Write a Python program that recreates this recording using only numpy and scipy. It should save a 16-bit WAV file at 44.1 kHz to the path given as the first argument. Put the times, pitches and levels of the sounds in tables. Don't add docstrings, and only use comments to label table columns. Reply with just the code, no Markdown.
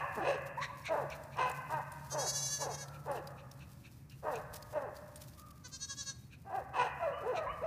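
import sys
import numpy as np
from scipy import signal
from scipy.fft import rfft, irfft, next_fast_len
from scipy.io import wavfile
from scipy.ndimage import uniform_filter1d, map_coordinates

SR = 44100
rng = np.random.default_rng(int(sys.argv[2]) if len(sys.argv) > 2 else 0)


def store_pcm(level_fs):
    pcm = np.round(np.clip(level_fs, -1, 1) * 32767).astype(np.int16)
    wavfile.write(sys.argv[1], SR, np.atleast_2d(pcm).T)


N = 337850
TIME = np.arange(N) / SR
TOP_HZ = 15300
LEAD_S = .4

HARSH_ROUGH, WOOF_ROUGH, YAP_ROUGH = .62, .5, .25
HARSH = dict(opening=.85, closing=.92, shut=0.77, upper_db=-21, rasp_db=-11.5, rough=HARSH_ROUGH)
WOOF = dict(opening=1.12, closing=0.6, shut=0.676, upper_db=-2.5, rasp_db=-28, rough=WOOF_ROUGH)
YELP = dict(opening=.8, closing=0.63, shut=0.52, upper_db=-45, rasp_db=-27, rough=YAP_ROUGH)
YAP = dict(opening=1.04, closing=.85, shut=0.93, upper_db=-16.5, rasp_db=-27.5, rough=YAP_ROUGH)


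def amp(db):
    return 10 ** (np.asarray(db) / 20)


def unit(x):
    return x / np.sqrt(np.mean(x ** 2) + 1e-20)


def along(points, hz):
    f, v = np.transpose(points)
    return np.interp(np.log(hz + 1), np.log(np.maximum.accumulate(f) + 1), v)


def wobble(rate_hz, size):
    knots = rng.standard_normal(int(size * rate_hz / SR) + 4)
    return map_coordinates(knots, [np.arange(size) * rate_hz / SR])


def colour(x, points):
    size = 8192
    cepstrum = irfft(np.log(amp(along(points, np.fft.rfftfreq(size, 1 / SR)))))
    cepstrum[1:size // 2] *= 2
    cepstrum[size // 2 + 1:] = 0
    impulse = irfft(np.exp(rfft(cepstrum)))[:size // 2]
    return signal.fftconvolve(x, impulse)[:len(x)]


def resonate(x, hz, width_hz):
    return signal.lfilter(*signal.iirpeak(hz, hz / width_hz, SR), x)


def cavity(x, modes):
    return sum(amp(db) * resonate(resonate(x, hz, width), hz, width) for hz, width, db in modes)


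def glide(x, hz, count=5):
    mouth_q = 4.2
    stops = np.linspace(hz.min() - 1, hz.max() + 1, count)
    shares = np.eye(count)
    return sum(np.interp(hz, stops, share) * resonate(x, stop, stop / mouth_q)
               for stop, share in zip(stops, shares))


def steady(x, size=900):
    return x / np.sqrt(np.abs(uniform_filter1d(x ** 2, size)) + 1e-12)


def swells(rows):
    return sum(amp(db) * np.exp(-.5 * np.abs((TIME - s) / w) ** 2.6) for s, db, w, *_ in rows)


def add(track, s, x):
    i = max(round(s * SR), 0)
    track[i:i + len(x)] += x[:max(len(track) - i, 0)]


def folds(pitch_hz, rough):
    phase = 2 * np.pi * np.cumsum(pitch_hz) / SR
    k = np.arange(1, int(TOP_HZ / pitch_hz.mean()) + 1)
    pulses = unit(np.cos(k[:, None] * phase).sum(0))
    air = unit(rng.standard_normal(len(pitch_hz)) * (1 + np.cos(phase)))
    rough = np.clip(rough, 0, 1)
    return np.sqrt(1 - rough ** 2) * pulses + rough * air


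def echo(x, t60, delay_s):
    hz, t, z = signal.stft(rng.standard_normal(2 * SR), SR, nperseg=256)
    decay = amp(-60 * t / along(t60, hz)[:, None])
    tail = signal.istft(z * decay, SR, nperseg=256)[1]
    tail *= 1 - np.exp(-(np.arange(len(tail)) / SR / delay_s) ** 2)
    return unit(signal.fftconvolve(x, tail)[:len(x)]) * np.std(x)


def wind():
    # t/s, level/dB, half width/s
    gusts = [(4.45, -62, 0.23), (7.51, -50, 0.03)]
    buffet = colour(rng.standard_normal(N), [(20, -29), (50, 17), (100, 3), (200, -4), (800, -43)])
    return swells(gusts) * unit(buffet)


def motor():
    # f/Hz, gain/dB
    hum = [(15, -61), (25, -25), (60, -12), (130, 0), (200, -11.5), (300, -15.5), (420, -27), (600, -30),
           (1000, -33), (1600, -36), (2500, -37.5), (5500, -100)]

    def tone(hz):
        wave = np.sin(2 * np.pi * np.cumsum(hz + 4 * wobble(25, N)) / SR)
        return unit(wave * amp(3.8 * wobble(27, N)))

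    nearness = amp(np.interp(TIME, [0, 2.8, 4.2, 7.6], [-57.5, -51.5, -63.5, -74]))
    rumble = unit(colour(rng.standard_normal(N), hum))
    return nearness * tone(hz=140.2) + amp(-64.5) * tone(hz=75.3) + amp(-56.0) * rumble


def grass():
    # t/s, level/dB before mixing and stirring
    approach = [(0, -68), (.6, -72), (1.1, -68), (2.4, -67.5), (3.0, -68), (4.1, -72), (4.5, -68),
                (5.3, -69.5), (6.3, -73), (7.66, -73.5)]
    # f/Hz, gain/dB
    blades = [(900, -4), (2500, 0), (5000, 5), (8000, 2.5), (12000, 3), (15500, 2.5)]
    # t/s, level/dB before mixing, half width/s
    scuffs = [(.17, -58, 0.014), (.468, -56, 0.0066), (.95, -62.5, 0.022), (3.16, -60, 0.023),
              (4.41, -76, 0.024), (4.566, -57.5, 0.023), (5.175, -59.5, 0.0077), (5.222, -57.5, 0.014),
              (5.39, -59.5, 0.01), (5.51, -62, 0.0041)]
    # t/s, peak/dB, ring f/Hz
    snaps = [(.823, -52, 5440), (0.855, -45, 8600), (1.101, -43.5, 5470), (1.236, -49, 8070),
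             (1.369, -46.5, 5540), (1.497, -40, 9400), (1.515, -40.5, 7500), (1.92, -41, 9700),
             (2.8835, -44, 4460), (3.115, -43.5, 9500), (3.273, -37, 4700), (3.514, -43.5, 5460),
             (4.098, -50, 5080), (4.356, -40.5, 6500), (4.6253, -40.5, 4830), (4.9664, -43.5, 4550),
             (5.1585, -38.5, 8760), (5.335, -51.5, 4470)]

    def swing(db, rate_hz):
        return amp(db * np.tanh(wobble(rate_hz, N) / 2))

    cracks = (rng.random(N) < 1800 / SR) * rng.standard_normal(N) * swing(14, 45)
    hiss = unit(colour(rng.standard_normal(N), blades))
    rustle = amp(-0.5) * hiss + amp(1.0) * unit(colour(cracks, blades))
    stir = swing(6, 13)
    ticks = unit(swing(11, 130))
    out = rustle * (stir * amp(np.interp(TIME, *np.transpose(approach))) + ticks * swells(scuffs))
    t = TIME[:SR // 20]
    snap_shape = amp(-60 * t / 0.022) * (1 - np.exp(-t / 0.002))
    for s, db, hz in snaps:
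        burst = rng.standard_normal(len(t)) * snap_shape
        snap = colour(burst, blades) + 6 * resonate(burst, hz, width_hz=600)
        add(out, s - .001, snap / np.abs(snap).max() * amp(db))
    return out


def whines():
    # t/s, length/s, mid pitch f/Hz, glide/Hz, level/dB
    rows = [(.014, .069, 1054, 276, -46), (.565, .08, 1060, 360, -41), (.667, .053, 1000, -176, -50),
            (2.8, .26, 1345, -50, -62), (3.23, .28, 1235, -30, -64), (5.35, .2, 1220, -28, -60),
            (7.1, .166, 1185, 0, -49), (7.11, .1, 2930, 260, -60), (7.452, .075, 1100, 350, -41.5),
            (7.465, .09, 2930, 360, -60), (7.53, .072, 1200, -62, -49)]
    arch, octave_db = 0.033, -15
    out = np.zeros(N + round(LEAD_S * SR))
    loudest_db = max(db for *_, db in rows)
    for s, length_s, hz, glide_hz, db in rows:
        u = np.linspace(-1, 1, int(length_s * SR))
        quaver_hz = 18 + 1.1 * (loudest_db - db)
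        pitch_hz = hz * (1 - arch * u ** 2) + glide_hz * (u / 2 - u ** 2 / 10)
        pitch_hz = pitch_hz + quaver_hz * wobble(300, len(u))
        phase = 2 * np.pi * np.cumsum(pitch_hz) / SR
        octave = np.sin(2 * phase) * wobble(403.0, len(u))
        tone = np.sin(phase) + amp(octave_db + db - loudest_db) * octave
        level = amp(db + 3 * wobble(70, len(u))) * signal.windows.tukey(len(u), .6)
        add(out, LEAD_S + s, unit(tone) * level)
    return out


def bark(rise_s, fall_s, loudest_hz, mouth_hz, opening, closing, shut, upper_db, rasp_db, rough):
    # f/Hz, gain/dB
    throat = [(150, -22), (300, -7), (450, 2), (600, 1.5), (1050, -1), (1350, -7.5), (1700, -5.5),
              (2050, -14.5), (2600, -43), (5000, -68)]
    # f/Hz, width/Hz, gain/dB
    rasp_modes = [(1950, 600, -5), (2540, 460, 0), (3950, 420, -13), (5300, 220, -18), (6200, 600, -19),
                  (8450, 700, -23), (9640, 600, -32)]
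    upper_ratio, flutter_hz = 1.585, 149
    t = np.arange(-3 * rise_s, 2.28 * fall_s, 1 / SR)
    n = len(t)
    u = np.abs(t) / np.where(t < 0, rise_s, fall_s)
    effort = np.exp(-np.where(t < 0, 0.44 * u ** 1.59, 0.73 * u ** 0.94)) * signal.windows.tukey(n, .2)
    away = np.minimum(u / 1.9, 1) ** 1.3

    pitch_hz = loudest_hz * (1 + away * (np.where(t < 0, opening, closing) - 1))
    pitch_hz = pitch_hz * (1 + .06 * rough * wobble(260, n) + .07 * away * wobble(70, n))
    voice = colour(folds(pitch_hz, rough + np.where(t < 0, .5, .3) * away), throat)

    mouth = mouth_hz * (1 + away * (t > 0) * (shut - 1)) * (1 + .08 * away * wobble(50, n))
    upper = glide(voice, upper_ratio * mouth) * amp(upper_db + 4 * wobble(60, n))
    body = steady(glide(voice, mouth) + upper + .15 * voice, size=300)

    slap_phase = 2 * np.pi * np.cumsum(flutter_hz * (1 + .25 * wobble(120, n))) / SR
    slaps = 1 + .4 * np.cos(slap_phase)
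    rasp = unit(cavity(folds(pitch_hz, rough=0.75) * slaps, rasp_modes)) * amp(rasp_db)
    shimmer = amp(5 * rough * np.tanh(wobble(130, n)))
    return -t[0], (body + rasp) * effort * shimmer


def barks():
    rows = [(-.14, -28, 0.025, 0.065, 576, 950, HARSH), (.182, -39, 0.0095, 0.018, 219.2, 211, YELP),
            (.21, -37.5, .012, 0.023, 397.4, 780, YAP), (.23, -40.5, 0.016, 0.011, 351.3, 377, YELP),
            (0.306, -31, 0.036, 0.029, 571.7, 620, HARSH), (.922, -29.5, 0.014, 0.021, 319.8, 650, YAP),
            (.946, -35, 0.0087, 0.011, 296.7, 890, YAP), (.985, -35, 0.018, 0.033, 288.3, 580, WOOF),
            (1.416, -30.5, 0.021, 0.045, 523.1, 1020, HARSH),
            (1.745, -32.5, 0.021, 0.0322, 315.1, 920, YAP), (2.17, -35.5, 0.023, 0.055, 297.3, 594, WOOF),
            (2.628, -39.5, 0.017, 0.025, 290, 604, WOOF), (2.678, -39, 0.012, 0.035, 263.5, 523, WOOF),
            (3.104, -36, .02, 0.052, 284.1, 538, WOOF), (4.286, -34, .023, 0.055, 303.4, 617, WOOF),
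            (4.778, -32, 0.019, 0.01, 292.5, 600, YAP), (4.828, -40, .018, 0.035, 273.3, 596, WOOF),
            (6.49, -46.5, 0.016, 0.0186, 398, 810, YAP), (6.56, -35.5, 0.025, 0.032, 407.2, 760, YELP),
            (6.812, -30, 0.029, 0.035, 503.4, 980, HARSH), (7.04, -32, .017, 0.021, 663, 740, YAP),
            (7.08, -35.5, .012, 0.033, 567, 650, YAP), (7.305, -34.5, 0.035, 0.02, 513, 533, YELP),
            (7.352, -36, 0.014, 0.017, 736, 764, YELP), (7.385, -35.5, 0.018, 0.053, 641.7, 786, YAP),
            (7.644, -32.5, 0.012, 0.034, 661, 674, YELP)]
    trim_db = -0.5
    out = np.zeros(N + round(LEAD_S * SR))
    for s, db, rise_s, fall_s, loudest_hz, mouth_hz, manner in rows:
        lead_s, sound = bark(rise_s, fall_s, loudest_hz, mouth_hz, **manner)
        add(out, LEAD_S + s - lead_s, sound * amp(db + trim_db))
    return out


def kennel():
    # f/Hz, T60/s
    walls_t60 = [(200, 0.032), (1000, 0.18), (8000, 0.24)]
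    # f/Hz, T60/s
    hall_t60 = [(200, 0.36), (550, 1.38), (1000, 1.92), (1700, 1.76), (2600, 1.87), (4000, 0.18),
                (10000, 0.13)]
    # f/Hz, gain/dB
    hall_colour = [(250, -0.5), (570, 1.5), (760, -1), (950, -0.5), (1200, 2), (1700, 8), (2500, 2.5),
                   (5000, -17)]
    dogs = barks() + whines()
    walls = amp(-8) * echo(dogs, walls_t60, delay_s=.004)
    hall = amp(-7.5) * echo(colour(dogs, hall_colour), hall_t60, delay_s=0.0033)
    return (dogs + walls + hall)[-N:]


def panting():
    # t/s, level/dB, muzzle f/Hz
    puffs = [(0.637, -38.5, 1940), (.872, -41.5, 2210), (1.127, -48.5, 2370), (1.338, -58.5, 2340),
             (2.954, -62, 2440), (3.173, -57, 2710), (3.396, -60.5, 2500), (3.622, -59, 2567),
             (3.861, -58, 2490), (4.125, -63.5, 2660), (4.358, -53, 2530), (6.335, -58.5, 2470),
             (7.375, -45.5, 2400)]
    # f/Hz, width/Hz, gain/dB
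    muzzle = [(3800, 880, -9), (5440, 1600, -17.5)]
    # f/Hz, gain/dB
    breath = [(800, -35), (1600, -7), (3000, -25.5), (6500, -37), (15000, -51)]
    half_width_s = 0.015
    out = np.zeros(N)
    t = np.arange(-3 * half_width_s, 3 * half_width_s, 1 / SR)
    swell = np.exp(-.5 * (t / half_width_s) ** 2)
    for s, db, hz in puffs:
        air = rng.standard_normal(len(t))
        hollow = cavity(air, [(hz, 480, 0), *muzzle]) + colour(air, breath)
        add(out, s + t[0], unit(hollow) * swell * amp(db))
    return out


def bleat(throbs, throat, rough, sag):
    pitch_lead_s = .011
    tired_rough_per_db = .006
    when, hz, db, rises, falls, lift_db = np.transpose(throbs)
    t = np.arange(when[0] - .06, when[-1] + .07, 1 / SR)
    n = len(t)

    def shapes(t):
        return np.array([np.exp(-.5 * np.abs((t - s) / np.where(t < s, rise, fall)) ** 2.6)
                         for s, rise, fall in zip(when, rises, falls)])

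    slack = 1 - shapes(t + pitch_lead_s).max(0)
    spent = np.linspace(0, 1, n) ** 2
    tired = tired_rough_per_db * (db.max() - np.interp(t, when, db))
    jitter = (.0012 + .016 * (rough + tired)) * wobble(140, n) + .003 * wobble(35, n)
    pitch_hz = np.interp(t, when, hz) * (1 + jitter - sag * slack ** 2)

    crack = tired + .5 * slack * spent
    alternation = 1 + crack * np.cos(np.pi * np.cumsum(pitch_hz) / SR)
    cycles = folds(pitch_hz, rough + tired + .3 * slack ** 3) * alternation
    voice = colour(cycles, throat)
    low = signal.sosfiltfilt(signal.butter(4, 2700, fs=SR, output="sos"), voice)
    voice = voice + (amp(np.interp(t, when, lift_db)) - 1) * low

    bounce_s = .0024 + 0.000098 * wobble(8.7, n)
    voice = voice + .4 * map_coordinates(voice, [np.arange(n) - bounce_s * SR])
    out = np.zeros(N)
    add(out, t[0], unit(voice) * amp(1.2 * wobble(100, n)) * (amp(db) @ shapes(t)))
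    return out


def kid():
    # t/s, pitch f/Hz, level/dB, rise/s, fall/s, lift below 2.7 kHz/dB
    long_throbs = [(2.128, 528, -41, 0.014, 0.017, -13), (2.218, 555, -39.5, .028, 0.027, 2),
                   (2.293, 566, -36, 0.024, 0.019, -11), (2.372, 571.3, -37, 0.033, 0.026, -3),
                   (2.455, 568, -36.5, 0.0357, 0.0318, -6.5), (2.535, 571, -37.5, 0.024, 0.033, 0),
                   (2.622, 569.4, -40, 0.0198, .026, 5.5), (2.738, 540, -45.5, 0.027, .018, 5.5),
                   (2.813, 555, -46, 0.029, .022, 8.5)]
    short_throbs = [(5.662, 502, -51.5, 0.0141, 0.0121, 10), (5.75, 532, -45, 0.02, 0.016, -3),
                    (5.836, 551, -42.5, 0.023, 0.018, -4.5), (5.918, 557.5, -42.5, 0.023, .017, 2.5),
                    (6.0, 563, -41.5, .02, 0.024, -2.5), (6.091, 546, -42.5, .024, 0.021, 2)]
    # f/Hz, gain/dB
    long_throat = [(560, -36), (1130, -16), (1700, -6), (2300, -15), (2850, -16.5), (3500, -7.5),
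                   (4600, -1.5), (5200, -2.5), (6250, 7.5), (7500, -8), (9600, -10.5), (11200, -11),
                   (12600, -17), (14000, -40)]
    # f/Hz, gain/dB
    short_throat = [(550, -17), (1100, -6.5), (1650, -5), (2200, -23), (2750, -15), (3350, -7), (4450, 1.5),
                    (5000, -5.5), (6100, 6.5), (7250, -6), (8400, -11.5), (9500, -16.5), (11000, -29),
                    (14000, -58)]
    first = bleat(long_throbs, long_throat, rough=0.03, sag=0.035)
    second = bleat(short_throbs, short_throat, rough=0.15, sag=0.035)
    return first + second


def scene():
    # f/Hz, T60/s
    yard_t60 = [(200, 0.27), (3000, 0.7), (6500, 0.39), (12000, 1)]
    near = kid() + panting()
    yard = near + amp(-15) * echo(near, yard_t60, delay_s=.012)
    return (yard + kennel() + grass() + motor() + wind())[None]


def record(dry):
    size = next_fast_len(N + SR // 2)
    passed = np.fft.rfftfreq(size, 1 / SR) < TOP_HZ
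    return irfft(rfft(dry, size) * passed, size)[:, :N]


dry = scene()
out = record(dry)
store_pcm(out)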